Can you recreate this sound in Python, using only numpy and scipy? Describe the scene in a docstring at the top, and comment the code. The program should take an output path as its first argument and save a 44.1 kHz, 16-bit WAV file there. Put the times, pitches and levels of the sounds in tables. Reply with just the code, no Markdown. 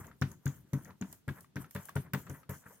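"""A rubber roller on an inked plate on a wooden table; small quiet room, phone microphone close by.
We come in mid-stroke, the table still ringing faintly under the hiss of peeling ink.
From 0.2 s the roller lands twelve times, quickening after 1.5 s. Each landing thumps the table top,
the tacky ink ticks and the roller's frame clacks; then the stroke rolls out, hissing and rumbling,
with stray clacks and ticks on the way. The last landing, near 2.7 s, is barely a touch."""
import sys
import numpy as np
from scipy import signal
from scipy.fft import rfft, irfft
from scipy.io import wavfile
from scipy.ndimage import uniform_filter1d

SR = 44100
rng = np.random.default_rng(int(sys.argv[2]) if len(sys.argv) > 2 else 0)


def log_audio(samples):
    """Write samples as a 16-bit WAV file to the path given in sys.argv[1]."""
    # one column per channel
    frames = np.atleast_2d(samples).T
    # limit to full scale, then quantise
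    limited = np.clip(frames, -1, 1)
    pcm = np.round(limited * 32767).astype(np.int16)
    wavfile.write(sys.argv[1], SR, pcm)


N = 123480  # 2.8 s


def undb(db):
    return 10 ** (np.asarray(db) / 20)


def fall(t, t60):
    return 1000. ** (-t / t60)


def colour(x, spectrum):
    """Shape x to a spectrum of (f/Hz, level/dB) points, rms 1."""
    hz, db = np.array(spectrum).T
    f = np.maximum(np.arange(N // 2 + 1) * SR / N, 1)
    y = irfft(rfft(x) * undb(np.interp(np.log(f), np.log(hz), db, left=-90, right=-90)), N)
    return y / y.std()


def band(x, hz, width_hz):
    """Band-pass applied twice."""
    peak = signal.iirpeak(min(hz, 17000), max(hz / width_hz, .3), fs=SR)
    return signal.lfilter(*peak, signal.lfilter(*peak, x))


def stereo(make, alike):
    """Left and right from two draws of make(), with correlation alike."""
    return np.sqrt((1 + alike) / 2) * make() + np.sqrt((1 - alike) / 2) * make() * np.array([[1], [-1]])


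def pan(db):
    """Gains that put the left channel db above the right."""
    return undb([[db / 2], [-db / 2]])


def add(out, x, start_s, pan_db):
    i = int(start_s * SR)
    x = np.atleast_2d(x)[:, :N - i] * pan(pan_db)
    out[:, i:i + x.shape[1]] += x


# Background spectrum of the room: f/Hz, level/dB
ROOM_SPECTRUM = [(18, -58), (30, -13), (217, 0), (608, -17.5), (1940, -24), (3480, -24), (9730, -33),
                 (10800, -45.5), (12700, -29), (15200, -51), (16500, -60)]


def room_tone():
    """The quiet room: faint, steady air all round the microphone."""
    return undb(-70.5) * stereo(lambda: colour(rng.standard_normal(N), ROOM_SPECTRUM), alike=0.17)


# Modes of the table top: f/Hz, free t60/s, lag/s, signed weight
TABLE_MODES = [(95.6, 0.26, 0.000074, 0.68), (138.2, 0.3, 0.0022, 0.76), (189, 0.36, 0.00093, -0.72),
               (247.6, 0.14, 0.0015, 1), (288.5, 0.3, 0.00094, 0.94), (418, 0.16, 0.00059, 1),
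               (570, 0.12, 0.00079, -0.76)]
# Landings of the roller: t/s, level/dB for each of the seven modes, pan/dB
LANDINGS = [(0.2136, -25, -21.5, -33, -28.5, -39, -44, -60, 3.5),
            (0.4562, -31.5, -21, -41.5, -33, -40, -46.5, -50.5, 3),
            (0.7306, -36, -21.5, -32, -29, -36, -43, -42, 2.8),
            (1.009, -52, -53, -30, -35.5, -42.5, -49.5, -69, 2.3),
            (1.2769, -35, -28, -43, -35, -46, -45.5, -47, 3.7),
            (1.5567, -38, -28.5, -43, -39.5, -42, -49.5, -52, 4),
            (1.7491, -34.5, -39, -36, -44, -72, -46, -38.5, 2.5),
            (1.9562, -27.5, -24, -37.5, -37.5, -43, -37.5, -42, 3.4),
            (2.133, -38, -26, -29.5, -33.5, -42, -40, -43.5, 3.1),
            (2.2944, -36.5, -33, -46, -40.5, -47.5, -46, -51, 3.4),
            (2.491, -35, -35, -38, -45, -52, -45.5, -53, 3.1),
            (2.6569, -55, -54, -51.5, -68, -64, -75, -82, 2.3)]


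def table_thumps(out):
    """At each landing the wooden top swells, rings free, then is damped by the pressed plate."""
    rise_s, free_s, damped_t60_s = .003, 0.045, 0.065
    t = np.arange(SR // 4) / SR
    # the second mode still rings from a landing 29 ms before we come in
    early_ring = undb(-31.5) * fall(t + 0.029, t60=.15) * np.sin(2 * np.pi * TABLE_MODES[1][0] * t)
    add(out, early_ring, start_s=0, pan_db=3)
    envelope = (1 - np.exp(-t / rise_s)) * fall(np.maximum(t - free_s, 0), damped_t60_s)
    for start_s, *levels_db, pan_db in LANDINGS:
        ring = sum(weight * undb(db) * fall(t, t60) * np.sin(2 * np.pi * hz * (t - lag))
                   for db, (hz, t60, lag, weight) in zip(levels_db, TABLE_MODES))
        add(out, envelope * ring, start_s, pan_db)


def peeling_ink(spectrum, bands_hz):
    """Dense tiny snaps over noise; each band flickers on its own as patches of ink let go."""
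    snaps_per_s, spread_db = 1700, 1.5
    patches_per_s, flicker_db = 40, 3
    snaps = (rng.random(N) < snaps_per_s / SR) * undb(spread_db * rng.exponential(size=N))
    grains = colour(rng.standard_normal(N) * (1 + 4.14 * snaps), spectrum)
    hold = int(SR / patches_per_s)
    patches = np.zeros(N)
    for i, hz in enumerate(bands_hz):
        wander = uniform_filter1d(np.repeat(rng.standard_normal(N // hold + 1), hold), hold)[:N]
        patches += (-1) ** i * band(grains, hz, 0.42 * hz) * undb(flicker_db * wander)
    return patches / patches.std()


# Spectra of peeling ink, rubber on the plate and the rumbling table: f/Hz, level/dB
HISS_SPECTRUM = [(1760, -33.5), (3000, -1), (3340, -8.5), (3610, -22), (6440, -2), (7010, -2), (13900, 4.5),
                 (16200, -10), (16500, -29)]
RUBBER_SPECTRUM = [(290, -12), (500, -3), (763, -7.5), (860, -7), (934, -4), (1240, -6.5), (1530, -5.5),
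                   (1670, -5.5), (2540, -18.5), (4500, -77), (5850, -46), (9900, -120)]
RUMBLE_SPECTRUM = [(15, -60), (25, -30), (45, -10), (84, 2), (151, 5.5), (191, 1.5), (334, -8.5), (403, -9),
                   (454, -28.5), (600, -28.5), (780, -49), (1320, -120)]
# Strokes, one curve of points each: t/s, hiss level/dB, rubber level/dB, rumble level/dB
STROKES = [
    [(0.012, -60, -53, -43), (0.03, -63.5, -61.5, -60), (0.06, -62.5, -58.5, -54), (0.131, -79, -68.5, -61),
     (0.201, -77, -99, -74)],
    [(0.226, -75, -43.5, -50), (0.244, -71, -57, -55), (0.273, -65, -70, -47), (0.33, -64, -63, -55),
     (0.387, -87, -86, -61), (0.444, -75.5, -74.5, -87)],
    [(0.468, -60, -64.5, -56), (0.486, -64, -58, -69), (0.516, -63.5, -63.5, -56.5), (0.584, -66, -72, -56),
     (0.651, -80, -83, -62.5), (0.719, -74.5, -74, -74)],
    [(0.743, -57.5, -49, -56), (0.761, -64, -57.5, -52), (0.791, -63.5, -64, -49), (0.843, -63, -70, -58.5),
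     (0.894, -68.5, -57, -53.5), (0.946, -81, -71, -61), (0.998, -81, -95, -84)],
    [(1.022, -74, -58, -38.5), (1.04, -65.5, -55.5, -59), (1.07, -66, -67, -57), (1.135, -60, -66.5, -59),
     (1.201, -83, -83, -75), (1.266, -83, -99, -90)],
    [(1.29, -62, -46.5, -52), (1.308, -62.5, -60, -36), (1.338, -65.5, -64.5, -58), (1.39, -65.5, -59, -62),
     (1.441, -68.5, -75, -63), (1.493, -91, -85, -71.5), (1.545, -95, -103, -69)],
    [(1.569, -57.5, -47.5, -41), (1.587, -65, -63.5, -43.5), (1.617, -54.5, -56, -51.5),
     (1.677, -79, -70, -58), (1.738, -65, -89, -89)],
    [(1.762, -56, -46, -46.5), (1.78, -63.5, -53, -52), (1.81, -59.5, -58.5, -58.5),
     (1.877, -58, -66, -68.5), (1.945, -89, -72, -65)],
    [(1.969, -51.5, -40, -68), (1.987, -62, -56, -41), (2.017, -60, -70, -54), (2.069, -76, -59, -56),
     (2.121, -84, -80, -60)],
    [(2.145, -49, -39, -74), (2.163, -58.5, -53, -56), (2.193, -54, -58, -47.5), (2.238, -64, -69, -60.5),
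     (2.282, -69, -62, -52.5)],
    [(2.306, -56, -51.5, -41), (2.324, -60, -62.5, -57), (2.354, -61, -58.5, -57.5), (2.417, -69, -70, -66),
     (2.48, -86, -80, -69)],
    [(2.504, -51, -45, -58), (2.522, -54.5, -55.5, -55), (2.552, -53.5, -58, -53),
     (2.598, -62.5, -72.5, -68.5), (2.644, -70.5, -68.5, -84)],
    [(2.668, -64.5, -53.5, -62), (2.686, -64, -64, -61), (2.716, -62, -60, -79), (2.752, -62.5, -70, -65),
     (2.788, -70, -72.5, -87)],
]


def rolling():
    """Ink hiss, rubber on plate and table rumble follow each stroke, starting at once on touch."""
    lead_s, soft_start_db = .01, -2.5  # the roller touches ahead of each curve and starts turning softly
    points = []
    for stroke in STROKES:
        start_s, hiss_db, rubber_db, rumble_db = stroke[0]
        touch_s = start_s - lead_s
        if points:  # the previous stroke's levels hold until 1 ms before the touch
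            points.append((touch_s - .001, *points[-1][1:]))
        points += [(touch_s, hiss_db, rubber_db + soft_start_db, rumble_db), *stroke]
    times, *curves_db = np.array(points).T
    times = np.maximum.accumulate(times)
    t = np.arange(N) / SR
    hiss_gain, rubber_gain, rumble_gain = (undb(np.interp(t, times, db)) for db in curves_db)
    hiss_bands_hz = [3400, 4480, 5700, 7320, 9000, 10630, 13000, 15600]
    rubber_bands_hz = [450, 650, 950, 1400, 2000, 2900, 4000]
    hiss = stereo(lambda: peeling_ink(HISS_SPECTRUM, hiss_bands_hz), alike=0.067) * pan(0.6)
    rubber = stereo(lambda: peeling_ink(RUBBER_SPECTRUM, rubber_bands_hz), alike=0.78) * pan(2.2)
    rumble = stereo(lambda: colour(rng.standard_normal(N), RUMBLE_SPECTRUM), alike=0.94) * pan(2.8)
    return hiss_gain * hiss + rubber_gain * rubber + rumble_gain * rumble


# Modes of the roller's frame, stirred by every clack: f/Hz, level/dB, t60/s
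FRAME_MODES = [(926, -22, 0.045), (1404.5, -29, 0.088), (1844, -6.5, 0.017), (2211, -17.5, 0.017),
               (2877, -20.5, 0.018), (3497, -29.5, 0.091)]
# Clacks of the frame: t/s, level/dB, f/Hz, t60/s, rattle/dB re level, pan/dB
CLACKS = [(0.044, -46.5, 1590, 0.024, -10, -2), (0.083, -53, 1140, 0.028, -21, 4),
          (0.113, -46, 1340, 0.023, -20, 2.5), (0.22, -27, 1647, 0.019, -2.5, 0.0),
          (0.223, -23.5, 1404, 0.017, -9.5, 2), (0.456, -45, 1400, 0.02, -11, 3),
          (0.465, -28.5, 1600, 0.016, -13.5, 2), (0.733, -35, 1070, 0.0088, -5, 5.5),
          (0.854, -49, 1840, 0.025, -12, 2), (0.901, -49, 984, 0.037, -17, 2),
          (0.906, -50, 1000, 0.027, -8, -1), (1.013, -44, 1120, 0.017, -8, 1),
          (1.022, -34.5, 1490, 0.019, -6, 0.5), (1.13, -49.5, 1010, 0.016, -6, 3.0),
          (1.28, -39, 1620, 0.014, -6.5, -3), (1.288, -30.5, 1657, 0.028, -16, 2),
          (1.375, -59, 1330, 0.02, -15, -2), (1.384, -50.5, 1690, 0.023, -13, -2),
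          (1.444, -51.5, 1150, 0.02, -10, 3), (1.557, -48, 1340, 0.017, -4, 7),
          (1.566, -30.5, 1560, 0.021, -12, 2), (1.643, -43, 1330, 0.029, -16, 1),
          (1.709, -50, 2230, 0.013, -12.5, 7), (1.751, -35.5, 1000, 0.013, -6.5, 2),
          (1.761, -28.5, 1660, 0.014, -13.5, 0.0), (1.886, -38.5, 1630, 0.027, -16, -2.5),
          (1.892, -39.5, 1115, 0.034, -14.5, 5.5), (1.953, -46, 1380, 0.023, -18, 13),
          (1.964, -26.5, 1470, 0.019, -17, 1), (2.063, -57, 1060, 0.033, -18, 12),
          (2.134, -23.5, 1510, 0.012, -4, -0.5), (2.146, -27.5, 1390, 0.012, -4, 6.5),
          (2.266, -45.5, 1300, 0.02, -12, 2), (2.271, -42.5, 1210, 0.02, -18, 3),
          (2.301, -46.5, 1493, 0.024, -11, -9), (2.431, -53.5, 1280, 0.038, -10, 4.0),
          (2.491, -47.5, 1000, 0.02, -6, 10), (2.501, -43, 1560, 0.023, -23, -6),
          (2.638, -54, 1500, 0.025, -25, -3), (2.662, -68, 1260, 0.02, -8, 10)]


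def frame_clacks(out):
    """The roller's frame gives a short pitched knock, rings, and rattles with a faint tail."""
    tail_db, tail_t60_s = -23, 0.2
    t = np.arange(SR // 6) / SR
    attack = np.minimum(t / 0.0013, 1) ** 2
    ring = sum((-1) ** k * undb(db) * fall(t, t60) * np.sin(2 * np.pi * hz * t)
               for k, (hz, db, t60) in enumerate(FRAME_MODES))
    for start_s, db, hz, t60, rattle_db, pan_db in CLACKS:
        knock = np.sin(2 * np.pi * hz * t) * fall(t, t60)
        rattle = stereo(lambda: 4 * band(rng.standard_normal(len(t)), 1115, width_hz=2195), alike=0.31)
        decay = undb(rattle_db) * fall(t, t60) + undb(tail_db) * fall(t, tail_t60_s)
        add(out, undb(db) * attack * (knock + ring + decay * rattle), start_s, pan_db)


# Ticks of the tacky ink: t/s, level/dB, f/Hz, crackle/dB re level, t60/s, pan/dB
INK_TICKS = [(0.067, -46.5, 6900, -3.5, 0.014, 11), (0.1655, -62, 11900, -3, 0.011, 3.5),
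             (0.2138, -29.5, 6000, -1, 0.0085, -2), (0.2234, -37, 5450, -9, 0.013, 5),
             (0.3153, -36, 6700, -2.5, 0.0097, 3.5), (0.4567, -28, 6700, 1, 0.0092, 2),
             (0.4768, -28, 6660, -14, 0.0093, 4.5), (0.5674, -57, 11300, 1, 0.013, 4),
             (0.732, -31, 6230, -3.5, 0.009, -3), (0.847, -42, 6420, -4.5, 0.011, 16.5),
             (1.0117, -34, 6600, -10, 0.016, 8), (1.126, -36, 11900, 5.5, 0.011, 0),
             (1.2786, -41.5, 8800, 0, 0.011, 2), (1.4065, -41, 9530, 2.5, 0.012, 1),
             (1.5576, -36, 5900, -2.5, 0.0087, -4), (1.7088, -38.5, 13700, 3.5, 0.01, 0),
             (1.748, -37, 11900, 5.5, 0.011, -3), (1.8535, -36, 10370, -0.5, 0.011, 11),
             (1.8917, -41, 12300, 5.5, 0.012, -2), (1.9549, -32.5, 8800, 0.5, 0.012, 2),
             (2.134, -22, 14450, -2.5, 0.011, 3), (2.1404, -36, 14900, -1, 0.012, 1.5),
             (2.2144, -48, 12300, 3, 0.012, 5), (2.2653, -46, 7800, -6, 0.011, -3),
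             (2.2964, -38.5, 6180, -2.5, 0.011, 6.5), (2.4937, -37, 8700, 5.5, 0.011, 0.0)]


def ink_ticks(out):
    """Ink threads snap: a bright ring inside a few ms of broad crackle, then a faint tail."""
    tail_db, tail_t60_s = -26.5, 0.26
    t = np.arange(SR // 10) / SR
    treble = signal.butter(3, 5500, "high", fs=SR)
    for start_s, db, hz, crackle_db, t60, pan_db in INK_TICKS:
        def snap():
            pitched = 3 * band(rng.standard_normal(len(t)), hz, width_hz=1080)
            crackle = signal.lfilter(*treble, rng.standard_normal(len(t)))
            return pitched + undb(crackle_db) * crackle
        envelope = np.minimum(t / 0.0025, 1) * (fall(t, t60) + undb(tail_db) * fall(t, tail_t60_s))
        ring = 0.24 * np.minimum(t / 0.0018, 1) * fall(t, t60) * np.sin(2 * np.pi * hz * t)
        add(out, undb(db) * (envelope * stereo(snap, alike=0.1) + ring), start_s, pan_db)


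def scene():
    """The sound at the table, with the roller a little left of centre."""
    out = room_tone()
    table_thumps(out)
    out += rolling()
    frame_clacks(out)
    ink_ticks(out)
    return out


def record(dry):
    """The phone's left port hears slightly later; the phone drops the deep bass and cuts the top."""
    lag_samples, low_cut_hz, top_hz = 3, 42.2, 16300
    left = np.r_[np.zeros(lag_samples), dry[0, :-lag_samples]]
    ports = signal.lfilter(*signal.butter(2, low_cut_hz, "high", fs=SR), np.array([left, dry[1]]))
    return signal.sosfilt(signal.ellip(8, .2, 70, top_hz, fs=SR, output="sos"), ports)


dry = scene()
out = record(dry)
log_audio(out)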